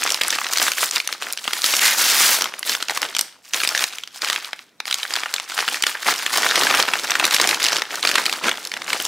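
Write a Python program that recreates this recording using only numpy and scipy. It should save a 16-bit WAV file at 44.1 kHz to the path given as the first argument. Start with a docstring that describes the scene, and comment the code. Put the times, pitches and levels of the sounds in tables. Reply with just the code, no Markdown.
"""A paper bag is handled close by in a quiet room: hands tear off a strip, turn the bag and pull it open.
Creases buckle in sharp snaps: kicks and short noise bursts that ring through filters.
Each move of the hands adds a rustle of tiny crackles and smooth sliding noise.
The tear is a dense stream of breaking fibres, with a broad ring that glides down.
The room adds a short, faint tail and still air."""
import sys
import numpy as np
from scipy import signal
from scipy.fft import rfft, irfft, next_fast_len
from scipy.io import wavfile
from scipy.ndimage import uniform_filter1d, map_coordinates

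SR = 44100
rng = np.random.default_rng(int(sys.argv[2]) if len(sys.argv) > 2 else 0)


def write(x):
    x = np.atleast_2d(x).T
    wavfile.write(sys.argv[1], SR, np.round(np.clip(x, -1, 1) * 32767).astype(np.int16))


N = 400016  # length in samples
TIME = np.arange(N) / SR
TAPS = 2048  # length in samples of filters and short sounds
HZ = np.fft.rfftfreq(TAPS, 1 / SR)
LEAD = 128  # samples of lead-in before the kick


def amp(db):
    """Turns decibels into gain."""
    return 10 ** (np.asarray(db) / 20)


def evened(x):
    """Scales to rms 1."""
    return x / np.sqrt(np.mean(x ** 2) + 1e-20)


def read(points, hz):
    """Reads a table of values per frequency, in straight lines on a log-frequency axis."""
    f, value = np.transpose(points)
    return np.interp(np.log(hz + 1), np.log(f), value)


def add(mix, s, sound):
    """Mixes a sound in at s seconds."""
    part = mix[max(round(s * SR), 0):][:len(sound)]
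    part += sound[:len(part)]


def coloured(x, gain):
    """Filters with the given gain at each of HZ, without pre-echo (minimum phase), so attacks stay sharp."""
    log_gain = np.log(np.r_[gain, gain[-2:0:-1]] + 1e-5)
    minimum_phase = np.exp(np.conj(signal.hilbert(log_gain)))
    taps = np.fft.ifft(minimum_phase).real
    return signal.oaconvolve(x, taps)[:len(x)]


def facet(hz, q):
    """Gain at each of HZ of one stiff patch of paper: a broad resonance."""
    return 1 / np.hypot(1, q * ((HZ + 1) / hz - hz / (HZ + 1)))


def buckle(t, flip_s=0.0013, shiver_db=-21, lead_db=-11):
    """Envelope of a crease that gives way at t = 0: a very short swell, a rattle, a weak shiver of the sheet."""
    lead_s, shiver_s = 0.0007, 0.005
    before = amp(lead_db) * np.exp(-abs(t) / lead_s)
    after = np.exp(-abs(t) / flip_s) + amp(shiver_db) * np.exp(-abs(t) / shiver_s)
    return np.where(t < 0, before, after)


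# The creases that stand out. Each row: time of the flip in seconds, level over its first 5 ms in dB
# (before a trim shared by all), pitch in Hz of the paper facet that flips.
SNAPS = [(0.033, -16.5, 3240), (0.038, -15.5, 7000), (.063, -16.5, 2300), (0.075, -16, 2890),
         (0.0927, -19.5, 3400), (0.1043, -15, 5160), (0.121, -14, 6500), (0.1446, -14, 3880),
         (0.2125, -12.5, 2300), (0.2162, -14, 3830), (0.235, -16.5, 4700), (.2478, -22, 2600),
         (.282, -16.5, 7500), (0.305, -14, 4760), (.327, -17, 2880), (0.3858, -15.5, 1990),
         (0.415, -18.5, 1660), (0.4455, -22, 2700), (0.467, -19.5, 2800), (0.5346, -14, 4870),
         (.573, -13, 4100), (.584, -13.5, 4500), (0.617, -15, 2410), (.6269, -12.5, 6600),
         (.6763, -18, 3100), (0.6811, -13, 2600), (.718, -13.5, 3860), (0.8295, -15.5, 1490),
         (0.911, -17, 6100), (0.96, -12.5, 4050), (.967, -15, 2640), (0.981, -20, 4800),
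         (1.0013, -14.5, 2970), (1.0752, -15.5, 4970), (1.0901, -24, 2200), (1.1266, -17.5, 3530),
         (1.2231, -19.5, 2460), (1.269, -24, 1700), (1.3256, -18.5, 9250), (1.333, -21, 5650),
         (1.3748, -21, 3370), (1.4779, -14, 2120), (1.508, -26, 1700), (1.533, -14, 3420),
         (1.619, -18, 5700), (1.642, -9.5, 3870), (1.6622, -13.5, 5400), (1.7385, -13, 3020),
         (1.767, -15, 6900), (1.7933, -14, 4100), (2.4103, -16.5, 3540), (2.421, -11.5, 5100),
         (2.4425, -16.5, 4660), (2.4568, -18.5, 1560), (2.539, -24, 2060), (2.5935, -23.5, 11300),
         (2.6292, -19.5, 2550), (2.6947, -14, 5450), (2.7504, -14.5, 3180), (2.8261, -16, 3400),
         (2.8842, -20, 2980), (2.8968, -15, 2400), (2.9745, -15.5, 3340), (3.018, -19, 6640),
         (3.0291, -14.5, 2070), (3.15, -17.5, 2690), (3.1659, -14, 3840), (3.186, -19, 6000),
         (3.192, -10, 4740), (3.211, -11.5, 7200), (3.5355, -14.5, 4000), (3.544, -15, 4160),
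         (3.602, -18.5, 3000), (3.6347, -13.5, 3240), (3.65, -16.5, 2600), (3.675, -12.5, 4280),
         (3.69, -14, 4450), (3.7492, -12, 2670), (3.777, -14, 3500), (3.7925, -17.5, 3300),
         (3.8401, -10.5, 4280), (3.9847, -23.5, 3900), (4.0365, -23.5, 3850), (4.0753, -30, 3500),
         (4.22, -18.5, 4500), (4.2466, -16.5, 3800), (4.2863, -19, 3400), (4.3, -13, 3660),
         (4.329, -17.5, 2950), (4.361, -15.5, 2820), (4.447, -25.5, 3380), (4.5314, -19.5, 2120),
         (4.592, -32, 2700), (4.8026, -19.5, 2420), (4.8553, -24.5, 3100), (4.8794, -22, 2860),
         (4.9112, -16, 3900), (4.927, -14, 3900), (4.9428, -13.5, 4700), (5.0311, -17, 2670),
         (5.052, -21.5, 1930), (5.1381, -15, 3730), (5.1553, -17, 3400), (5.1637, -15, 3730),
         (5.2344, -21, 1880), (5.259, -18.5, 1390), (5.34, -13, 3930), (5.3627, -20, 3550),
         (5.3825, -22, 2700), (5.3992, -20, 3150), (5.578, -16, 1920), (5.5885, -14, 2210),
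         (5.6793, -14, 3080), (5.6863, -14.5, 3000), (5.7439, -17.5, 2820), (5.8242, -13, 4650),
         (5.837, -10, 2940), (5.867, -11.5, 3340), (5.9518, -20, 1240), (6.0849, -9, 1390),
         (6.2635, -12.5, 3020), (6.3733, -12, 5660), (6.4318, -12.5, 2000), (6.4893, -16.5, 3500),
         (6.511, -12.5, 2830), (6.5574, -9.5, 3600), (6.635, -12.5, 3720), (6.669, -10, 2300),
         (6.7018, -14, 2300), (6.7108, -12.5, 2800), (6.7415, -12.5, 2400), (6.7483, -11, 3100),
         (6.8003, -10.5, 2530), (6.8257, -11.5, 4450), (6.8817, -18.5, 2100), (6.8868, -13.5, 1940),
         (6.9361, -10, 2500), (6.9552, -17, 2300), (7.099, -17.5, 1900), (7.107, -13, 5030),
         (7.118, -13.5, 2820), (7.1535, -10.5, 2230), (7.198, -10.5, 2250), (7.2122, -22, 2000),
         (7.2423, -10, 1960), (7.2523, -8.5, 5030), (7.3093, -14, 3100), (7.339, -16, 3700),
         (7.345, -10.5, 3700), (7.3643, -12, 3230), (7.3992, -10.5, 2620), (7.4146, -10, 5730),
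         (7.4413, -14, 2700), (7.474, -12, 5300), (7.4906, -11, 3970), (7.5109, -12.5, 3400),
         (7.5447, -16.5, 4900), (7.6294, -15, 5300), (7.6412, -12, 4900), (7.6487, -13, 4500),
         (7.6575, -14, 2910), (7.6655, -12, 4800), (7.685, -13.5, 3720), (7.7205, -16, 2510),
         (7.73, -14.5, 2440), (7.7672, -15.5, 4000), (7.82, -14, 2520), (7.9564, -21.5, 5300),
         (8.0285, -14.5, 4150), (8.0508, -9.5, 2650), (8.0731, -10, 3860), (8.091, -15, 3950),
         (8.1145, -14, 3670), (8.1554, -7.5, 2600), (8.1815, -10, 2530), (8.2564, -15.5, 4400),
         (8.2632, -11, 3960), (8.296, -17, 3900), (8.327, -15, 3380), (8.4386, -24, 3320),
         (8.4825, -11.5, 1920), (8.4926, -13, 2290), (8.514, -16, 2670), (8.574, -27, 3200),
         (8.6516, -23, 5500), (8.6726, -24, 5150), (8.7175, -20.5, 2860), (8.739, -20, 2820),
         (8.7674, -23, 1520), (8.7727, -27, 3100), (8.819, -23.5, 2450), (8.903, -17.5, 2500),
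         (8.9307, -12, 3040), (9.0007, -18.5, 2820), (9.0514, -15.5, 5000)]
# The colour that the bag gives every snap. Each row: frequency in Hz, gain in dB.
BAG_COLOUR = [(60, 6.5), (130, 16.5), (330, 15), (480, 12.5), (720, 8), (1400, 7.5), (3000, 1.5),
              (15000, -4.5)]
# A snap slips twice: the second kick lies at most this far from the main flip, and is weaker
STUTTER_S, STUTTER_DB = 0.0012, -3.5


def snaps(kick=2.1, q=0.87, q_rise=0.4, steep=1.63, ring_db=2.5, grow=0.49, level_db=-1.25,
          usual_db=-17.0, usual_hz=3200, bass_hz=500, size=30):
    """Each large crease kicks its own facet, which rings briefly at a few irregular pitches."""
    out = np.zeros(N)
    first = round(0.005 * SR)  # the stretch that sets the level
    stutter = np.clip(STUTTER_S * SR, 0, LEAD)
    for s, db, hz in SNAPS:
        # a loud crease takes longer to give way; a small, high facet flips fast
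        speed = hz / usual_hz / amp(grow * (db - usual_db))
        push = rng.standard_normal(TAPS) * buckle((np.arange(TAPS) - LEAD) / SR * speed)
        push[LEAD] += kick * rng.choice([-1, 1])
        second = LEAD + round(stutter * rng.uniform(-1, 1))
        push[second] += kick * amp(STUTTER_DB) * rng.choice([-1, 1])
        # random bumps along the frequency axis
        rings = evened(signal.convolve(rng.standard_normal(len(HZ)), np.hanning(size), "same"))
        # paper is too light to push air: a large, low facet gives hardly more bass than a usual one
        light = min(hz / usual_hz, 1) ** (2 / (1 + (HZ / bass_hz) ** 4))
        resonance = facet(hz, q * speed ** q_rise) ** steep
        snap = coloured(push, light * resonance * amp(read(BAG_COLOUR, HZ) + ring_db * rings))
        loudness = np.std(snap[LEAD:][:first])
        add(out, s - LEAD / SR, amp(db + level_db) * snap / loudness)
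    return out


def crackle(per_s, spread_db, lean, q=1.32, count=16):
    """Tiny creases of many pitches give way at random, a few much larger; lean favours the low ones."""
    out = np.zeros(N)
    for hz in np.geomspace(800, 13000, count):
        at = rng.integers(0, N, int(per_s * N / SR / count))
        size_db = spread_db * np.minimum(rng.exponential(1, len(at)), 3)
        power = np.bincount(at, amp(size_db) ** 2, N)
        # high creases are over sooner
        grain = buckle((np.arange(TAPS) - LEAD) / SR * np.sqrt(hz / 2000))
        envelope = np.sqrt(abs(signal.oaconvolve(power, grain ** 2)[:N]))
        bursts = rng.standard_normal(N) * envelope
        out += coloured(bursts, facet(hz, q)) / hz ** lean
    return evened(out)


def catching(depth_db, catch_s):
    """Gain of paper that catches and slips instead of moving evenly: smoothed random ups and downs."""
    wander = uniform_filter1d(rng.standard_normal(N), max(round(catch_s * SR), 1))
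    return amp(depth_db * evened(wander))


# Every move swells quickly, is held and lets go; the sheet then settles quietly
SWELL_DB_PER_S, RELEASE_DB_PER_S = 709, 215
SETTLE_DB, SETTLE_DB_PER_S = -7.5, 84


def move(start, length):
    """Gain over time of one move of the hands: swell, hold, release, settling."""
    until = np.maximum(start - TIME, 0)
    since = np.maximum(TIME - start - length, 0)
    fall_db = np.maximum(-RELEASE_DB_PER_S * since, SETTLE_DB - SETTLE_DB_PER_S * since)
    return amp(np.maximum(fall_db - SWELL_DB_PER_S * until, -200))


# The moves of the hands: picking at the folded top, laying the strip aside and turning the bag over,
# shifting the grip, pulling the bag open, setting it down.
# Each row: start in seconds, length held in seconds, rustle level in dB (before the grip wavers),
# brightness in dB per octave.
STROKES = [ (0.0, 0.16, -26, 0.5), (0.236, 0.13, -25.5, -.2), (0.375, 0.1, -28, 0.5),
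           (0.52, 0.084, -24.5, 2), (.6, 0.087, -19, 1.1), (0.774, .072, -20.5, 2), (0.935, 0.022, -23, 1),
           (1.101, 0.034, -32, -0.5), (1.218, 0.075, -31, -0.4), (1.38, .048, -37.5, 1),
           (1.445, 0.058, -29.5, 0.8), (1.543, 0.054, -25, 1.5), (2.388, 0.04, -27.5, -2),
           (2.543, .04, -37.5, -1), (2.667, 0.061, -22, 1.1), (2.755, 0.078, -33.5, 0),
           (2.894, 0.029, -28.5, -1), (2.95, 0.01, -26, 0.5), (3.027, 0.0099, -23, -1.5),
           (3.153, 0.073, -37.5, -2), (3.45, .12, -42.5, 2), (3.548, 0.093, -22.5, 0.5),
           (3.695, .12, -27.5, -.5), (3.808, 0.018, -21.5, 0), (3.876, 0.093, -35.5, 0),
           (4.146, 0.016, -35.5, 1.5), (4.221, 0.13, -27, -.5), (4.422, 0.045, -33.5, -1.1),
           (4.545, .073, -47, 0.5), (4.873, 0.2, -33, 0.5), (5.097, 0.12, -29.5, -1),
           (5.23, 0.2, -35, -0.8), (5.493, .097, -30, 0), (5.575, 0.04, -24, -1),
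           (5.669, 0.099, -26.5, -0.5), (5.87, 0.024, -23.5, 0), (5.955, .098, -35.5, -1),
           (6.022, 0.38, -27.5, -0.3), (6.069, 0.039, -16.5, -1.3), (6.333, 0.049, -19, -0.5),
           (6.401, 0.2, -21, -1.8), (6.446, .014, -17, -1.5), (6.573, 0.24, -19, -2),
           (6.774, 0.024, -17, -1), (6.865, 0.24, -26.5, -1), (7.108, 0.05, -26.5, -1.5),
           (7.195, .11, -24.5, -1.3), (7.324, 0.028, -19.5, 0.5), (7.389, .14, -20, -1.4),
           (7.609, 0.085, -23, -0.2), (7.718, 0.057, -22, -1.5), (7.912, 0.067, -27, -1),
           (8.04, 0.17, -24, -1), (8.212, 0.16, -28, -1.1), (8.435, 0.037, -19.5, -2.5),
           (8.545, 0.13, -34, -1), (8.73, 0.16, -35, -2.5), (8.884, 0.17, -26.5, -0.5),
           (8.92, 0.013, -22.5, -1.5)]


def handwork():
    """Gain and brightness of the rustle: the strongest move leads, and the grip is never quite steady."""
    effort, tilt = np.zeros(N), np.zeros(N)
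    for start, length, db, bright in STROKES:
        gain = amp(db) * move(start, length)
        tilt[gain > effort] = bright
        effort = np.maximum(effort, gain)
    return effort * catching(depth_db=1.5, catch_s=0.012), tilt


# Slow changes in the low part of the rustle and tear.
# Each row: time in seconds, boost of the lows in dB (before the power is evened out).
BODY = [(0.2, 4), (3.0, 3.5), (3.8, -2.5), (5.9, -3), (6.7, 0.5), (7.3, 2), (8.2, 4)]


def flexed(x, colour, tilt, patchy_db, pivot_hz=2700, body_hz=650):
    """A bending sheet: its colour shifts from moment to moment and its brightness follows tilt, at equal power."""
    painted = evened(coloured(x, amp(read(colour, HZ))))
    hz, t, z = signal.stft(painted, SR, nperseg=256)
    octave = np.log2(np.maximum(hz, 200) / pivot_hz)[:, None]
    # random patches, two to the octave, that drift over time
    patches = evened(uniform_filter1d(rng.standard_normal((20, len(t))), size=5))
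    spots = np.broadcast_arrays(2 * octave + 10, np.arange(len(t)))
    shift = map_coordinates(patches, spots, order=1)
    body = np.interp(t, *np.transpose(BODY)) / (1 + (hz[:, None] / body_hz) ** 4)
    gain = amp(octave * np.interp(t, TIME, tilt) + body + patchy_db * shift)
    # keep the power the same at every moment
    gain /= np.sqrt(np.average(gain ** 2, axis=0, weights=amp(read(colour, hz)) ** 2))
    return signal.istft(z * gain, SR)[1][:N]


# The colour of paper rubbing on paper. Each row: frequency in Hz, gain in dB.
RUB_COLOUR = [(50, -40), (150, -18.5), (300, -7), (950, -4.5), (1400, -1.5), (2400, -2.5), (5000, -2),
              (9000, -7.5), (15500, -14)]


def rubbing(slide_db=-2.0, press=0.31, usual_db=-28):
    """Sheets rub under the moving hands: fine crackle mixed with smooth sliding noise."""
    effort, tilt = handwork()
    # the harder the sheets are pressed together, the more they slide rather than tick
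    slide = amp(slide_db) * np.maximum(effort / amp(usual_db), 1) ** press
    ticks = crackle(per_s=600, spread_db=4.5, lean=0.13)
    mixed = (ticks + slide * rng.standard_normal(N)) / np.hypot(1, slide)
    return effort * flexed(mixed, RUB_COLOUR, tilt, patchy_db=2.0)


# The strip rings lower as it grows during the tear
TEAR_S, STRIP_HZ = (1.83, 2.39), (1860, 1120)  # start and end


def strip(x, width_hz=600):
    """The freed strip: one broad resonance that glides down as the tear runs on."""
    turn = np.exp(2j * np.pi * np.cumsum(np.interp(TIME, TEAR_S, STRIP_HZ)) / SR)
    r = np.exp(-np.pi * width_hz / SR)
    # shift the gliding pitch to zero, smooth, and shift it back
    return 2 * (turn * signal.lfilter([1 - r], [1, -r], x / turn)).real


# The strip comes away in pulls. Each row: start in seconds, length held in seconds, level in dB,
# ring of the freed strip in dB (its gain when added to the fibres).
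PULLS = [(1.644, 0.14, -19.5, -10), (1.817, 0.07, -15.5, 1.5), (1.877, .06, -20, 7), (1.981, 0.22, -16, -6),
         (2.194, 0.15, -14, -5.5)]
# The colour of paper tearing. Each row: frequency in Hz, gain in dB.
RIP_COLOUR = [(70, -38), (220, -5.5), (450, -10.5), (900, -9), (1600, -5), (5500, 0), (9000, -3.5),
              (15500, -4.5)]


def tearing():
    """Dense fibre breaks follow each pull and make the strip ring."""
    pulls = np.array([amp(db) * move(start, length) for start, length, db, _ in PULLS])
    ring_db = np.transpose(PULLS)[3][pulls.argmax(axis=0)]  # the strongest pull decides
    fibres = crackle(per_s=3600, spread_db=1, lean=0) * catching(depth_db=0.5, catch_s=0.0036)
    ringing = fibres + amp(ring_db) * strip(fibres)
    ripping = flexed(ringing, RIP_COLOUR, np.zeros(N), patchy_db=1)
    # the fibre sound fades fast once the strip is free
    attached = amp(-RELEASE_DB_PER_S * np.maximum(TIME - TEAR_S[1], 0))
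    return attached * pulls.max(axis=0) * ripping


# How far snaps differ between the two sides. Each row: frequency in Hz, gain in dB on top of the spread.
SPOT = [(1400, -14), (3000, 0), (13000, -3)]


def off_centre(x, spread_db=-22, hop_s=0.02):
    """A randomly wandering phase makes the snaps a little louder or earlier on one side."""
    a, b = (evened(uniform_filter1d(row, round(hop_s * SR))) for row in rng.standard_normal((2, N)))
    turn = np.exp(1j * np.arctan2(a, b))
    side = amp(spread_db) * (signal.hilbert(x, next_fast_len(N))[:N] * turn).real
    side = coloured(side, amp(read(SPOT, HZ)))
    return np.array([side, -side])


# Gain of the left-right difference at each frequency. Each row: frequency in Hz, gain in dB.
WIDTH = [(60, -15.5), (950, -20.5), (1600, -47), (2400, -20.5), (6000, -14.5), (9300, -16.5), (11000, -56)]


def microphones(mid, sideways, smear_s=0.0028, turn_hz=3):
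    """A nearly mono pair: a phase-smeared copy and separate ambience are added left and taken from the right."""
    burst = rfft(rng.standard_normal(TAPS) * np.exp(-np.arange(TAPS) / SR / smear_s))
    smear = np.roll(irfft(burst / abs(burst)), TAPS // 2)  # shifts phases, keeps the colour
    smeared = signal.hilbert(signal.oaconvolve(mid, smear, "same"), next_fast_len(N))[:N]
    # the phase of the copy turns steadily
    turning = (smeared * np.exp(2j * np.pi * turn_hz * TIME)).real
    side = coloured(turning + sideways, amp(read(WIDTH, HZ)))
    return np.array([mid + side, mid - side])


# How long the room rings. Each row: frequency in Hz, time in seconds to fall by 60 dB.
ROOM_DECAY = [(3000, 0.44), (14000, 0.28)]


def room(x, onset_s=0.0037):
    """Diffuse tail of decaying noise that builds up as the walls answer and dies sooner in the treble."""
    hz, t, z = signal.stft(rng.standard_normal(SR // 2), SR, nperseg=256)
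    decay = amp(-60 * t / read(ROOM_DECAY, hz)[:, None])
    build_up = np.minimum(t / onset_s, 1) ** 2
    tail = signal.istft(z * (decay * build_up), SR)[1]
    return signal.oaconvolve(x, tail / np.linalg.norm(tail))[:N]


# The colour of the still room. Each row: frequency in Hz, gain in dB before the hush is set to its level.
HUSH_COLOUR = [(30, -2), (250, 18), (1500, 6), (15000, -8)]


def ambience(x, hush_db=-62):
    """One independent share of the room sound: a tail and the still air, as coloured noise."""
    hush = evened(coloured(rng.standard_normal(N), amp(read(HUSH_COLOUR, HZ))))
    return room(x) + amp(hush_db) * hush


def scene(snap_room_db=-16, rustle_room_db=-19, sideways_db=6):
    """The bag right in front, the room from all around."""
    sharp = snaps()
    soft = rubbing() + tearing()
    to_room = amp(snap_room_db) * sharp + amp(rustle_room_db) * soft
    front = sharp + soft + ambience(to_room)
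    sideways = amp(sideways_db) * ambience(to_room)
    return microphones(front, sideways) + off_centre(sharp)


def record(dry, ceiling=0.84, low_cut_hz=72, edge_hz=15750):
    """The tallest peaks are rounded off; then a low cut and an upper band limit."""
    rounded = dry / (1 + (dry / ceiling) ** 4) ** 0.25
    low_cut = signal.butter(2, low_cut_hz, "highpass", fs=SR, output="sos")
    thinned = signal.sosfilt(low_cut, rounded)
    band_limit = signal.firwin(255, edge_hz, window=("kaiser", 8), fs=SR)
    return signal.oaconvolve(thinned, band_limit[None], "same")


dry = scene()
out = record(dry)
write(out)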